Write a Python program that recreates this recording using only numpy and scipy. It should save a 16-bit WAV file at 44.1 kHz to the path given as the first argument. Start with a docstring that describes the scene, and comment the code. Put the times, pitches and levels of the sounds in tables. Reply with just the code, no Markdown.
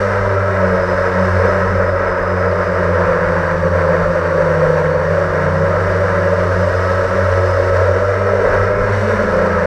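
"""Over a field, aboard a small quadcopter: the microphone is in the camera that it carries, close to all four rotors.
The two-blade rotors turn at slightly different speeds and beat; one is out of balance, two change speed to steer.
Sums of sines at multiples of each rotor's rate make the hum, blade tones, frame buzz and motor whine.
Noise pulsed by the blades drones in the camera case, washes and hisses; low noise is wind on the microphone.
A control tone with sidebands, a singing motor bell and a faint driver whistle complete the scene."""
import sys
import numpy as np
from scipy import signal
from scipy.fft import rfft, irfft, next_fast_len
from scipy.io import wavfile
from scipy.ndimage import uniform_filter1d, minimum_filter1d

SR = 44100
rng = np.random.default_rng(int(sys.argv[2]) if len(sys.argv) > 2 else 0)


def output_pcm(signal):
    """Save a mono or channel-first signal as 16-bit PCM at the path in sys.argv[1].

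    Samples are clipped to [-1, 1] before scaling.
    """
    pcm = np.clip(np.atleast_2d(signal).T, -1, 1) * 32767
    wavfile.write(sys.argv[1], SR, np.round(pcm).astype(np.int16))


N = 426006
TIME = np.arange(N) / SR  # s

# Table levels are relative: each layer adds its own trims.
# unbalanced rotor's turning rate before small nudges; follows the throttle: t/s, f/Hz
THROTTLE_SPEED = [(0, 97.9), (.45, 97), (.7, 91.5), (1.99, 91.4), (2.15, 89.06), (2.35, 92.08),
                  (3.6, 87.94), (5.05, 88), (5.15, 93.1), (5.45, 89), (5.8, 94.4), (6.7, 92.2), (8, 92.13),
                  (8.1, 96.7), (8.38, 96.6), (8.5, 92.95), (8.78, 102.7), (9.1, 96.1), (9.3, 89),
                  (9.66, 86)]
# turning rate of the rotor nearest the microphone, before small nudges: t/s, f/Hz
NEAR_SPEED = [(0, 99.8), (.85, 90.45), (1.35, 92.6), (2.04, 91.5), (2.85, 88.3), (3.15, 84.3), (3.71, 81.7),
              (4.1, 83.83), (4.6, 78.94), (5.029, 77.6), (5.2, 84.1), (5.46, 73.76), (5.72, 82.6),
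              (6.55, 87.9), (7.16, 95.4), (7.5, 90.75), (8.298, 100.9), (8.5, 93), (8.8, 92.54),
              (9.099, 105.3), (9.359, 88.8), (9.66, 86.15)]
# rate added to the throttle speed of the other two rotors while the craft tilts: t/s, f/Hz
STEERING_SPEED = [(0, 0), (1.15, .5), (1.45, 6), (2.3, 1), (3.9, .5), (4.6, -2), (5.901, 1.5), (6.5, -3),
                  (7.8, -1.5), (8.5, 5), (8.8, 1), (9.17, 15), (9.66, 11.5)]
# constant offsets of those two rotors from throttle plus steering, f/Hz
FAST_HZ, SLOW_HZ = 1.1, -6.5

# once-a-turn hum: t/s, level/dB
HUM_LEVEL = [(0.0, -22.3), (0.3, -20.5), (1.11, -23.4), (1.38, -16.5), (1.5, -22.4), (1.92, -21.5),
             (2.19, -28.6), (2.4, -20), (2.73, -25.5), (2.94, -19.5), (3.24, -27), (3.81, -21.5),
             (3.9, -24.8), (5.04, -27.5), (5.13, -22), (5.4, -24), (6.0, -17.5), (6.18, -20), (6.93, -19.5),
             (7.14, -25.5), (7.23, -16.5), (8.37, -19.7), (8.52, -27), (8.61, -17.5), (8.7, -21.5),
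             (8.94, -17.5), (9.39, -27.5), (9.66, -25.5)]
# resonances of the camera mount: f/Hz, width/Hz, level/dB
MOUNT_MODES = [(455.5, 19, 4), (525.5, 12.3, 14.5), (555.8, 11, 9.5)]
# electronic tone from the flight controls: t/s, level/dB
CONTROL_LEVEL = [(0, -26.5), (1.3, -38), (1.6, -30), (2.2, -32), (2.7, -24.5), (3.3, -21), (3.7, -41),
                 (4.7, -16.5), (5.3, -30), (6.5, -39.5), (7.7, -27), (8.3, -24), (9.66, -23.5)]
CONTROL_HZ = 500
# blade tones: t/s, level/dB
BLADE_LEVEL = [(0.0, -24), (0.21, -34.5), (0.72, -21), (1.08, -32), (1.2, -18.5), (1.32, -25.2),
               (1.77, -23.5), (1.98, -30.5), (2.94, -23), (4.05, -20.5), (4.23, -26), (4.62, -19),
               (5.25, -24), (5.55, -17), (5.73, -25.5), (6.63, -24), (6.69, -33), (7.23, -26.0),
               (7.35, -35.5), (9.66, -23.3)]
# a rotor's vibration: multiple of the turning rate, level/dB
VIBRATION_ORDERS = [(3, -44.5), (4, -20), (5, -31.5), (6, -31), (7, -33.5), (8, -45.5), (10, -40.5),
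                    (11, -43), (12, -39.5), (13, -40.5), (15, -42), (16, -40), (18, -47), (20, -45),
                    (21, -43.5), (22, -59.5), (24, -50.5)]
# the motor magnets' whine: multiple of the turning rate, level/dB
WHINE_ORDERS = [(14, -38.5), (28, -62), (42, -69.5), (56, -64.5)]
# resonances of the motor bell: f/Hz, width/Hz, level/dB
BELL_MODES = [(1315, 115, 9), (5030, 150, 6), (4530, 130, 5), (5200, 460, 4.5)]
# the mode in which a motor bell sings: f/Hz, width/Hz, level/dB
SINGING_BELL = (5090, 320, 15.2)

# wind noise at the microphone, spectrum: f/Hz, level/dB
WIND_SPECTRUM = [(12, -15), (25, -13), (37, -0.5), (52, -3.5), (68, -13.5), (100, -8), (140, -13),
                 (200, -15.5), (240, -21.5), (320, -24.5), (500, -33.5), (1500, -100)]
# gusts as the craft pitches forward and back: t/s, rise level/dB
GUST_RISES = [(8.5, 5.5), (8.8, 8.5), (9.29, 7)]
# spread (standard deviation) of a gust, t/s; wind before gusts and tilt, level/dB
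GUST_SPREAD_S, WIND_DB = 0.077, -33
# camera case resonance, shaping its drone and lifting the buzz: f/Hz, level/dB
CASE_SPECTRUM = [(200, -100), (310, -25), (365, -18), (425, -9), (460, 1.5), (490, -1), (535, 1.5),
                 (580, 1), (620, -1), (660, -5.5), (720, -22), (820, -24.5), (1500, -100)]
# air washing off the blades, spectrum: f/Hz, level/dB
WASH_SPECTRUM = [(410, -38), (700, -5.5), (768, -9), (852, -7), (935, 0), (1060, 0), (1150, -6.5),
                 (1310, -3.5), (1400, -2.5), (1630, 0), (1770, -6.5), (1920, -8), (2330, -17.5),
                 (3050, -32.5), (3960, -49.5), (6710, -120)]
# blade hiss, spectrum: f/Hz, level/dB
HISS_SPECTRUM = [(1700, -16.5), (2900, 5.5), (3330, -5), (3650, 2), (4100, -3), (4500, 3), (4830, -4.5),
                 (5600, 2), (6100, -1.5), (7000, -11), (7950, -8), (9900, -18), (12700, -23.5),
                 (15000, -30)]
# small resonances of the shell, added to every noise: f/Hz, width/Hz, level/dB
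SHELL_MODES = [(1330, 60, 4), (1652, 83, 2), (1874, 89, 3.5), (2440, 33, 3), (2440, 91, 0),
               (6300, 180, -4.5), (6550, 200, 1.5), (8700, 400, -4), (9100, 300, 2)]
# camera case drone: t/s, level/dB
DRONE_LEVEL = [(0.0, -16), (0.42, -19), (0.69, -16), (1.32, -17.2), (1.41, -12.5), (1.68, -19),
               (1.83, -13.5), (2.19, -21.5), (2.52, -18), (3.39, -15.5), (3.48, -23), (3.63, -16.1),
               (4.92, -17), (5.04, -18.1), (7.14, -16), (9.66, -16)]
# air wash: t/s, level/dB
WASH_LEVELS = [(0.0, -22.5), (0.18, -18), (0.24, -22.5), (1.38, -19), (2.4, -22.5), (3.24, -19),
               (3.78, -21.5), (3.93, -20), (4.98, -22.5), (5.7, -21.1), (6.03, -23), (6.12, -20),
               (6.72, -23.5), (6.99, -21.5), (8.4, -23), (8.58, -19.5), (8.73, -22), (9.66, -20)]
# blade hiss: t/s, level/dB
HISS_LEVELS = [(0.0, -41.5), (0.36, -46), (1.38, -42.5), (2.16, -48.5), (2.67, -45.5), (4.8, -44),
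               (4.98, -47), (5.13, -44), (5.34, -45), (6.87, -41.5), (7.74, -42), (8.25, -44.5),
               (8.61, -43.4), (8.76, -46.5), (8.97, -40.5), (9.66, -44)]
EDGE_HZ = 15100  # top of the microphone's band


def gain_of(db):
    """Decibels to amplitude."""
    return np.exp(np.asarray(db, np.float32) * np.float32(np.log(10) / 20))


def evened(x):
    """Scales to an rms of one."""
    return x / np.sqrt(np.mean(x ** 2) + 1e-20)


def curve(rows):
    """A two-column table, joined by straight lines over time."""
    s, value = np.transpose(rows)
    return np.interp(TIME, s, value)


def read(points, hz):
    """A spectrum at any frequency, joined along log frequency."""
    f, value = np.transpose(points)
    return np.interp(np.log(hz + 1), np.log(f), value)


def bumps(modes, hz):
    """The dB that a few resonances add at each frequency."""
    hz = hz.astype(np.float32)
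    return sum(db / (1 + (2 * (hz - f) / width) ** 2) for f, width, db in modes)


def wander(rate):
    """Smooth chance of about unit rms, with up to about rate changes a second."""
    t = np.linspace(0, TIME[-1], 4096)
    f = np.fft.rfftfreq(len(t), t[1])
    spectrum = rfft(rng.standard_normal(len(t))) / (1 + (f / rate) ** 2)
    return np.interp(TIME, t, evened(irfft(spectrum)))


def tone(turns):
    """A sine of about unit rms, starting anywhere in its cycle."""
    cycle = (turns - np.floor(turns)).astype(np.float32) + rng.random()
    return 2 ** .5 * np.sin(2 * np.pi * cycle)


def spin(hz, hunt=.005, hunt_rate=9):
    """Speed in Hz and angle in turns of a rotor; the stabiliser keeps nudging the throttle."""
    hz = hz * (1 + hunt * wander(hunt_rate))
    return hz, np.cumsum(hz) / SR


def imbalance(hz, turns, drone_db, hum_trim_db=0.2, waver_db=1.43, waver_rate=5,
              blade_db=-38, rattle_db=-17, flutter=0.42, flutter_rate=16, slip=0.049):
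    """Once-a-turn shake hums and rattles the camera mount, hardest where order five or six meets a mode."""
    rattle = 0
    for order in (5, 6):
        level_db = drone_db + rattle_db + bumps(MOUNT_MODES, order * hz)
        strength = gain_of(level_db) * (1 + flutter * wander(flutter_rate))
        # the phase slips a little, in turns of this order
        rattle = rattle + strength * tone(order * turns + slip * wander(flutter_rate))
    hum_db = curve(HUM_LEVEL) + hum_trim_db + waver_db * wander(waver_rate)
    return gain_of(hum_db) * tone(turns) + gain_of(blade_db) * tone(2 * turns) + rattle


def controls(shake_turns, trim_db=-1.0, upper_db=-27, lower_db=-37, flutter=0.55):
    """The control tone holds its pitch; the shake gives it one sideband above and one below."""
    carrier = CONTROL_HZ * TIME
    upper = gain_of(upper_db) * tone(carrier + shake_turns)
    lower = gain_of(lower_db) * tone(carrier - shake_turns)
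    plain = gain_of(curve(CONTROL_LEVEL) + trim_db) * tone(carrier)
    return plain + (1 + flutter * wander(13.0)) * (upper + lower)


def blade_tones(angles, steering_hz, near_db=-2.3, fast_db=-9.0, slow_db=-18,
                push_db_per_hz=.5, waver_db=1.75):
    """Two blades pass in each turn; the fast rotor grows louder as it pushes to steer."""
    level_db = curve(BLADE_LEVEL)
    shares_db = near_db, fast_db + push_db_per_hz * steering_hz, slow_db
    out = 0
    for share_db, turns in zip(shares_db, angles):
        out = out + gain_of(level_db + share_db + waver_db * wander(13)) * tone(2 * turns)
    return out


def buzz(hz, turns, flutter=0.34, flutter_rate=12, case_share=0.87):
    """Higher rotor orders flutter in turbulent air; the fourth to seventh swell at the case resonance."""
    out = np.zeros(N)
    for order, db in VIBRATION_ORDERS:
        lift_db = 0
        if order in range(4, 8):
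            lift_db = case_share * np.maximum(read(CASE_SPECTRUM, order * hz), -20)
        out += gain_of(db + lift_db) * (1 + flutter * wander(flutter_rate)) * tone(order * turns)
    return out


def whine(hz, turns, flicker_db=3, flicker_rate=14):
    """Whistle of the motor's fourteen magnets, smeared by torque ripple, louder at the bell's modes."""
    ripple = .004 * wander(40)  # turns
    out = 0
    for order, db in WHINE_ORDERS:
        level_db = db + bumps(BELL_MODES, order * hz) + flicker_db * wander(flicker_rate)
        out = out + gain_of(level_db) * tone(order * (turns + ripple))
    return out


def singing(hz, hiss_db, level_db, ring_width=45, pull=.4, order=56):
    """A high whine order sets the bell singing: a fuzzy whistle drawn toward its mode, loudest there."""
    whine_hz = order * hz
    pitch = whine_hz + pull * (SINGING_BELL[0] - whine_hz)
    fuzz = wander(ring_width) + 1j * wander(ring_width)
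    ring = fuzz * np.exp(2j * np.pi * np.cumsum(pitch) / SR)
    return gain_of(hiss_db + level_db + bumps([SINGING_BELL], whine_hz)) * ring.real


def switching(turns, hz, carrier_hz=16800, level_db=-78, order=42):
    """Motor driver switching, shifted down by the commutation rate: a faint whistle, loudest at low speed."""
    throttle_db = -.6 * np.maximum(hz - 80, 0)
    return gain_of(level_db + throttle_db) * tone(carrier_hz * TIME - order * turns + .3 * wander(60))


def coloured(drive, spectrum):
    """Gives a noise its spectrum and the resonances of the shell, at unit rms."""
    size = next_fast_len(N)
    hz = np.fft.rfftfreq(size, 1 / SR)
    response = gain_of(read(spectrum, hz) + bumps(SHELL_MODES, hz))
    return evened(irfft(rfft(drive, size) * response, size)[:N])


def wind(steering_hz, tilt_db_per_hz=0.44, full_tilt_hz=5, lumpy_db=2, lumpy_rate=6):
    """Lumpy low wind on the microphone; it grows as the craft tilts, with a few stronger gusts."""
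    gusts_db = sum(db * np.exp(-.5 * ((TIME - s) / GUST_SPREAD_S) ** 2) for s, db in GUST_RISES)
    tilt_db = tilt_db_per_hz * np.clip(steering_hz, 0, full_tilt_hz)
    level_db = WIND_DB + gusts_db + tilt_db + lumpy_db * wander(lumpy_rate)
    return gain_of(level_db) * coloured(rng.standard_normal(N), WIND_SPECTRUM)


def chopped(angles, main_depth, other_depth, lopsided):
    """Noise that puffs at every blade passage, and once a turn at the unbalanced rotor."""
    main, *others = angles
    main_puffs = main_depth * tone(2 * main) + lopsided * tone(main)
    other_puffs = other_depth * sum(tone(2 * turns) for turns in others)
    return np.exp(main_puffs + other_puffs) * rng.standard_normal(N)


def stirred_air(angles, drone_db, case_db=-4.5, wash_db=-1.5, hiss_db=0.52,
                eddy_db=1.25, case_waver_db=1.5):
    """Chopped air drones in the case, washes and hisses; eddies make all surge together, the hiss least."""
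    surge_db = eddy_db * wander(13.0)

    case_air = chopped(angles, main_depth=0.091, other_depth=0.11, lopsided=0.063)
    case_level_db = drone_db + case_db + surge_db + case_waver_db * wander(2.6)
    case = gain_of(case_level_db) * coloured(case_air, CASE_SPECTRUM)

    wash_air = chopped(angles, main_depth=0.11, other_depth=0.046, lopsided=0.061)
    wash_level_db = curve(WASH_LEVELS) + wash_db + surge_db
    wash = gain_of(wash_level_db) * coloured(wash_air, WASH_SPECTRUM)

    hiss_air = chopped(angles, main_depth=0.13, other_depth=0.055, lopsided=0.077)
    hiss_level_db = curve(HISS_LEVELS) + hiss_db + 0.34 * surge_db
    hiss = gain_of(hiss_level_db) * coloured(hiss_air, HISS_SPECTRUM)
    return case + wash + hiss


def scene():
    """Four rotors with the air that they stir, as they reach the microphone on board."""
    throttle, near, steering = curve(THROTTLE_SPEED), curve(NEAR_SPEED), curve(STEERING_SPEED)
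    drone_db, hiss_db = curve(DRONE_LEVEL), curve(HISS_LEVELS)
    # rotor order: unbalanced, near, fast, slow
    courses = throttle, near, throttle + steering + FAST_HZ, throttle + steering + SLOW_HZ
    speeds, angles = zip(*(spin(hz) for hz in courses))

    out = imbalance(speeds[0], angles[0], drone_db)
    out += controls(angles[0])
    out += blade_tones(angles[1:], steering)
    # each motor reaches the microphone with its own strength
    buzz_db, whine_db = [-1.0, -2.2, -2.0, -10.5], [-9.5, -0.083, -5, -1.0]
    for hz, turns, b_db, w_db in zip(speeds, angles, buzz_db, whine_db):
        out += gain_of(b_db) * buzz(hz, turns)
        out += gain_of(w_db) * whine(hz, turns)
    out += singing(speeds[0], hiss_db, level_db=-26)
    out += singing(speeds[1], hiss_db, level_db=-21.0)
    out += switching(angles[1], speeds[1])
    out += wind(steering)
    out += stirred_air(angles, drone_db)
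    return out[None]  # one channel


def record(dry, hold_size=441):
    """The camera's limiter eases down the tallest peaks; then very short end fades and the band limit."""
    allowed = np.minimum(1, .83 / (abs(dry) + 1e-9))
    gain = minimum_filter1d(allowed, 2 * hold_size)  # holds in samples, around each peak
    gain = uniform_filter1d(uniform_filter1d(gain, hold_size), hold_size)
    gain = gain * signal.windows.tukey(N, .001)
    band = signal.firwin(511, EDGE_HZ, window=("kaiser", 9), fs=SR)
    return signal.oaconvolve(dry * gain, band[None], "same")


dry = scene()
out = record(dry)
output_pcm(out)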